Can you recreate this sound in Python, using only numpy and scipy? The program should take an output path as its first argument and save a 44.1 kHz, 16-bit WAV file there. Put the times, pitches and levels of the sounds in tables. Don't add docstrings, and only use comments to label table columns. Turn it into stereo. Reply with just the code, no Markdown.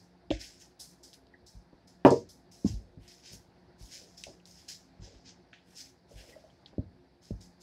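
import sys
import numpy as np
from scipy import signal
from scipy.fft import rfft, irfft, next_fast_len
from scipy.io import wavfile
from scipy.ndimage import uniform_filter1d, map_coordinates

SR = 44100
rng = np.random.default_rng(int(sys.argv[2]) if len(sys.argv) > 2 else 0)


def wrap_up_sound(samples):
    columns = np.atleast_2d(samples).T
    tamed = np.clip(columns, -1, 1)
    steps = np.round(tamed * 32767).astype(np.int16)
    wavfile.write(sys.argv[1], SR, steps)


N = 336247


def amp(db):
    return 10 ** (np.asarray(db) / 20)


def unit(x):
    return x / np.sqrt(np.mean(x ** 2) + 1e-20)


def along(points, hz):
    point_hz, value = np.transpose(points)
    return np.interp(np.log(hz + 1), np.log(point_hz + 1), value)


def wobble(rate):
    points = rng.standard_normal(int(N * rate / SR) + 4)
    return map_coordinates(points, [np.arange(N) * rate / SR])


def filtered(x, response):
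    size = next_fast_len(N + SR // 2)
    spectrum = rfft(x, size) * response(np.fft.rfftfreq(size, 1 / SR))
    return irfft(spectrum, size)[..., :N]


def patchy(pair, depth_db):
    z = signal.stft(pair, nperseg=256)[2]
    field = rng.standard_normal(z.shape[1:])
    field = uniform_filter1d(field, size=5, axis=0)
    field = uniform_filter1d(field, size=9, axis=1)
    return signal.istft(z * amp(depth_db * unit(field)), nperseg=256)[1][:, :N]


def stereo(pair, spectrum, alike):
    def response(hz):
        turn = np.arccos(np.clip(along(alike, hz), -1, 1)) / 2
        return amp(along(spectrum, hz)) * [np.cos(turn), np.sin(turn)]
    mid, side = filtered(pair, response)
    return unit(np.array([mid + side, mid - side]))


def sides(pan_db):
    return amp(np.array([pan_db / 2, -pan_db / 2]))


def add(track, s, sound, lag_s):
    for ch in range(2):
        first = round((s + ch * lag_s) * SR)
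        track[ch, first:][:sound.shape[1]] += sound[ch]


def appliances():
    # frequency in Hz, relative level in dB per Hz.
    fan_colour = [(18, -39.5), (30, -15.5), (64, -2), (127, -4), (173, -3.5), (220, -7), (343, -6.5),
                  (412, -12), (835, -10), (1170, -20.5), (1690, -18), (3090, -29.5), (4710, -21.5),
                  (11800, -69.5), (15700, -63.5)]
    # frequency in Hz, likeness from 0 to 1.
    fan_likeness = [(60, 0.94), (240, 0.82), (950, 0.052), (3770, 0.05), (15000, 0.01)]
    # frequency in Hz, half width of the band in Hz, level in dB.
    hum_lines = [(62, 5.1, -73), (178.76, 3.5, -69.5), (264.6, 5, -75), (357.8, 7, -73),
                 (476.3, 5.5, -81.5), (686, 2.8, -80)]
    fan_db = -62.5 + 0.8 * wobble(2.2)
    fan_noise = patchy(rng.standard_normal((2, N)), depth_db=1.5)
    out = amp(fan_db) * stereo(fan_noise, fan_colour, fan_likeness)
    for hz, width, db in hum_lines:
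        line = filtered(rng.standard_normal(N), lambda f: 1 / (1 + ((f - hz) / width) ** 2))
        out = out + amp(db + 2.6 * wobble(7)) * unit(line)
    return out


def kitchen(x):
    # frequency in Hz, time to fall by 60 dB in seconds.
    echo_fade = [(100, .4), (1000, 0.14), (5000, 0.14), (14000, 0.25)]
    hz, t, z = signal.stft(rng.standard_normal((2, SR // 2)), SR, nperseg=256)
    fade = amp(-60 * t / along(echo_fade, hz)[:, None])
    tail = signal.istft(z * fade, SR, nperseg=256)[1]
    delayed = np.pad(x, ((0, 0), (200, 0)))
    return signal.fftconvolve(delayed, tail / np.linalg.norm(tail[0]), axes=1)[:, :N]


def dragging():
    # start in seconds, end in seconds, level in dB before the push shapes it, centre in Hz.
    drags = [(0.922, 1.5, -72.5, 414), (2.5, 3.098, -69, 500), (3.45, 3.8, -75.5, 775),
             (3.93, 4.124, -63, 517), (4.997, 5.192, -63.5, 484), (6.12, 6.382, -61.5, 544)]
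    half_width_oct = 0.31
    out, t = np.zeros((2, N)), np.arange(N) / SR
    for start, end, db, centre in drags:
        push = np.sin(np.pi * np.clip((t - start) / (end - start), 0, 1)) ** 0.7
        band = lambda hz: np.exp(-(np.log2((hz + 1) / centre) / half_width_oct) ** 2 / 2)
        noise = filtered(rng.standard_normal((2, N)), band)
        murmur = stereo(noise, [(500, 0)], [(500, 0.42)])
        out += amp(db + 2.4 * wobble(40)) * push * murmur
    return out


def ticks():
    # start in seconds, peak in dB before panning, centre in Hz, width in Hz,
    # left-right difference in dB.
    snaps = [(0.3052, -27, 3040, 1500, 8), (.312, -28.5, 3200, 900, 3), (.413, -29, 5300, 900, 2),
             (.444, -38, 5200, 900, 6), (1.131, -37.5, 4400, 3000, -1.1), (1.1427, -41, 5030, 3000, 6),
             (1.269, -51, 4000, 3000, -8), (1.338, -46, 1820, 350, 3), (2.050, -12, 1803, 1500, 6.5),
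             (2.05, -26, 7500, 9000, 2), (2.106, -22.5, 6000, 4030, -6), (3.079, -41.5, 5000, 4000, -1),
             (4.238, -28, 2750, 1200, 3.5), (4.2377, -22.5, 5100, 4960, 2), (4.4, -54, 2763, 597, 0),
             (4.4555, -36.5, 5120, 2980, 1), (5.531, -35, 1980, 996, -3.5), (6.322, -53, 2010, 180, 3),
             (6.501, -59, 3240, 491, 5.5), (6.660, -40, 3750, 1300, 17)]
    out, t = np.zeros((2, N + SR)), np.arange(SR // 6) / SR
    for s, db, hz, width, pan_db in snaps:
        edges = np.clip([hz - width / 2, hz + width / 2], 300, 15000)
        t60 = 0.017 + 13 / width
        crackle = rng.standard_normal((2, len(t))) * amp(-60 * t / t60)
        crackle[:, 0] = amp(20.5)
        resonance = signal.butter(3, edges, "band", fs=SR, output="sos")
        burst = signal.sosfilt(resonance, crackle)
        burst /= np.abs(burst).max()
        add(out, s, amp(db) * sides(pan_db)[:, None] * burst, lag_s=0.00024)
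    return out[:, :N]


def bumps():
    # start in seconds, peak in dB before panning,
    # centre in Hz set by the hardness of the contact, ring length share, left-right difference in dB.
    knocks = [(.305, -19, 320, .55, 1.5), (0.3117, -21.5, 587, 0.54, 3), (.314, -28.5, 69.6, 0.53, 1),
              (1.42, -51.5, 110, .88, 3), (1.548, -39, 54, 0.43, -2.5), (1.728, -45.5, 199, .29, 0),
              (2.0496, -1, 420, 1.05, 1.5), (2.056, -24, 120, 1.6, 3), (2.114, -10, 430, .85, 1.5),
              (2.646, -14, 208.7, 0.41, 1.5), (2.654, -36, 500, 0.64, 2), (2.655, -24, 100, .5, 3),
              (2.70, -27.5, 100, 0.86, 4.5), (2.736, -27.5, 60.5, 0.42, -2), (2.971, -38, 130, 0.53, 4.5),
              (2.99, -47, 65, .51, 1.5), (3.312, -46.5, 111, 0.47, 7.5), (3.331, -44, 130.4, 0.83, 8),
              (3.808, -39, 60, 0.37, -1.1), (4.274, -45.5, 200, .7, 7), (4.995, -37.5, 100, 0.304, 4),
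              (5.016, -40, 61.8, 0.4, 0.5), (5.14, -47, 64.6, 0.39, -2.5), (6.136, -38, 60, 0.72, -2),
              (6.73, -45, 220, .3, 8.5), (6.781, -23, 255, 0.36, 5), (6.787, -22.5, 80, 0.23, -1.1),
              (7.307, -27, 230, .3, 5.5), (7.314, -28, 70.8, .5, 1.5)]
    fingertips = [(4.267, -40.5, 627, 1, -2.5), (4.289, -48.5, 365, 1.9, 6), (5.073, -56, 480, 0.88, -2),
                  (6.111, -47, 545, .9, 0), (6.237, -54, 567, 0.85, 3), (6.288, -50.5, 515, 1, 2),
                  (6.357, -41, 592, 0.89, 6.5), (6.439, -49.5, 620, 1.03, 8), (6.782, -37, 570, .7, 4),
                  (7.308, -46, 520, .6, 4)]
    # frequency in Hz, relative level in dB,
    # time to fall by 60 dB in seconds, before the share and the choking hands change it.
    body_modes = [(51.37, 6.5, 1), (79.5, 2.5, 0.25), (93.05, 5, .3), (131, -1, 0.29), (220.3, 2.5, 0.2),
                  (272.1, 4, 0.14), (312, 3.5, 0.13), (375.7, 5, 0.15), (436, 3, 0.1), (470.5, 0.5, 0.2),
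                  (571, 6.5, 0.15), (633.3, 6, 0.15), (781, 0, 0.12), (837, 2, 0.17), (945, 1, 0.3),
                  (1035, 0.5, 0.26), (1340, -2, 0.15), (1591, 1.5, 0.19), (1712, -1, .2), (2210, 0.5, 0.15)]
    crowd_size = 110
    out, t = np.zeros((2, N + SR)), np.arange(SR // 3) / SR
    blows = [(1.15 + 0.06 * row[1], 0.64, *row) for row in knocks]
    blows += [(0.27, 1.3, *row) for row in fingertips]
    for spread, build, s, db, centre, share, pan_db in blows:
        chance = rng.standard_normal((4, len(body_modes) + crowd_size))
        weak_hz = 2600 * rng.random(crowd_size) ** 1.8 + 40
        weak_db = -9 + 1.5 * np.log2(weak_hz / 400)
        weak_t60 = 0.2 * amp(1.5 * chance[3, :crowd_size])
        crowd = np.array([weak_hz, weak_db, weak_t60])
        hz, level, t60 = np.hstack([np.transpose(body_modes), crowd])[:, :, None]
        octaves = np.log2(hz / centre)
        reach_db = -np.where(octaves > 0, 7., 6.) * (octaves / spread) ** 2
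        start = np.r_[np.zeros(len(body_modes)), 2 * np.pi * rng.random(crowd_size)][:, None]
        fade_db = level + reach_db - 60 * t / (t60 * share)
        rings = amp(fade_db) * np.exp(1j * (2 * np.pi * hz * t + start))
        strength_db = 1.74 * chance[0] + 3.6 * chance[1:3] * np.minimum(hz.T / 500, 1)
        felt = amp(strength_db) * np.exp(1j * chance[2:0:-1] * hz.T / 900)
        sound = (felt @ rings).imag
        sound *= np.sin(np.pi / 2 * np.minimum(t * centre / build, 1)) ** 2
        sound *= amp(-(t / (0.041 * share)) ** 2)
        sound /= np.linalg.norm(sound, axis=1)[:, None]
        sound /= np.abs(sound).max(1).mean()
        add(out, s, amp(db) * sides(pan_db)[:, None] * sound, lag_s=0.00013)
    return out[:, :N]


def rubbing():
    # start in seconds, rise in seconds, time to fall by 60 dB in seconds,
    # hiss level in dB, deeper scrape in dB over the hiss, sheen in dB over the hiss.
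    strokes = [(0, .001, .31, -63, -19, -10.5), (.301, .008, 0.31, -45, 4, -27),
               (0.383, .032, .48, -45, -6.5, -14), (.569, 0.051, 0.25, -57, -11, -13),
               (0.789, .015, 0.37, -46.5, -19.5, -8), (1.027, 0.011, .3, -51, -22, -10.5),
               (1.13, 0.0083, 0.1, -56, -6, -6), (1.458, 0.013, 0.36, -56, -23, -10.5),
               (1.871, .008, 0.27, -56.5, -17, -12), (2.051, .012, 0.2, -43, 0, -14),
               (2.099, .013, 0.28, -42, -11, -19.5), (2.287, .007, 0.26, -53.5, -35, -8),
               (2.511, .008, 0.76, -57, -13.5, -10.5), (2.628, .06, 0.29, -47, -12, -14),
               (2.98, 0.0804, 1.2, -69, 4, -4), (3.075, .007, 0.61, -52.5, -10.5, -13.5),
               (3.198, 0.083, 0.35, -50.5, -8, -17.5), (3.309, .027, 0.2, -50.5, -14.5, -8),
               (3.769, .055, 1.3, -58.5, -11.5, -7.5), (3.868, 0.077, 0.63, -48.5, -8.5, -14),
               (4.166, 0.017, 0.29, -49.5, -15, -12.5), (4.238, 0.0026, 0.35, -50.5, -10, -15),
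               (4.453, 0.0042, .75, -56.5, -14, -10.5), (4.52, 0.063, 0.75, -59, -6.5, -12),
               (4.678, .012, 0.28, -40, -13, -15), (4.988, .06, 0.84, -60, -7.5, -23.5),
               (5.229, 0.065, 0.21, -55.5, -6.5, -33), (5.527, 0.0054, 0.26, -67.5, 13.5, -30),
               (5.618, 0.116, 0.47, -68.5, -0.3, -3.5), (5.73, .074, 0.29, -46, -13, -13),
               (6.059, 0.073, .54, -65.5, -6, -8), (6.14, 0.049, .89, -57, -2, -10),
               (6.25, .063, 0.17, -62.5, -4, -4), (6.66, .007, .23, -68, 0.5, -23),
               (7.208, .038, 0.42, -58.5, -10, -12), (7.404, .008, 0.29, -54, -15, -11),
               (7.593, 0.036, 0.29, -55.5, -17, -9.5)]
    # time in seconds, left-right difference in dB.
    hand_places = [(0, -1), (.6, -6), (1.13, .6), (1.5, -3), (2.05, 0), (2.4, -5.5), (2.7, 0.5), (3.2, 1),
                   (3.77, -3), (4.0, 0.5), (4.7, -0.4), (5.23, 8), (5.5, -0.7), (7.6, -.6)]
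    # frequency in Hz, relative level in dB per Hz.
    hiss_colour = [(2600, -38), (3300, -14.5), (4400, -6), (4900, -1.5), (5200, 2.5), (5600, -2),
                   (6500, -4.5), (7500, -11.5), (9500, -31.5), (12500, -69.5)]
    scrape_colour = [(1100, -56), (1500, -6.5), (2000, -5.5), (3100, -3.5), (4200, -9.5), (6000, -37),
                     (8000, -80)]
    sheen_colour = [(5500, -27.5), (7500, 3.5), (9000, 0.5), (12000, -2.5), (15700, -11)]
    power = np.zeros((3, 2, N + SR))
    t = np.arange(SR) / SR
    for s, rise, t60, db, scrape_db, sheen_db in strokes:
        swell = np.sin(np.pi / 2 * np.minimum(t / rise, 1)) ** 2
        stroke = swell * amp(-60 * np.maximum(t - rise, 0) / t60)
        place = sides(np.interp(s, *np.transpose(hand_places)))[:, None]
        for layer, rel_db, fades in zip(power, (0, scrape_db, sheen_db), (1, 1.1, 1)):
            add(layer, s, (amp(db + rel_db) * place * stroke ** fades) ** 2, lag_s=0)
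    grit = amp(2.0 * wobble(900) + 0.7 * wobble(150) + 1.3 * wobble(30))
    slips = []
    for colour, alike in ((hiss_colour, 0.15), (scrape_colour, 0.25), (sheen_colour, 0.05)):
        noise = patchy(grit * rng.standard_normal((2, N)), depth_db=2.0)
        slips.append(stereo(noise, colour, [(3000, alike)]))
    return (np.sqrt(power[..., :N]) * slips).sum(0)


def scene():
    knock, tick, rub = bumps(), ticks(), rubbing()
    echo = kitchen(amp(-12) * knock + amp(-10.5) * tick + amp(-4.0) * rub)
    return knock + tick + rub + echo + dragging() + appliances()


def record(dry):
    # frequency in Hz, left-right difference in dB.
    port_tilt = [(60, 4), (300, 0), (1000, 0.5), (5000, 4.4), (9000, -6.5), (15000, -1)]
    mic_db, top_hz = -89.5, 15750
    hiss_colour = [(5000, -7), (8000, -1.5), (12500, -4.0), (13200, -25.0)]  # (Hz, relative dB)
    hiss = amp(mic_db) * stereo(rng.standard_normal((2, N)), hiss_colour, [(8000, .02)])
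    bass = lambda hz: (1j * hz / (1j * hz + 28)) ** 4
    x = filtered(dry + hiss, lambda hz: sides(along(port_tilt, hz)) * bass(hz))
    x = x / (1 + np.abs(x / .9) ** 6) ** (1 / 6)
    return filtered(x, lambda hz: hz < top_hz)


dry = scene()
out = record(dry)
wrap_up_sound(out)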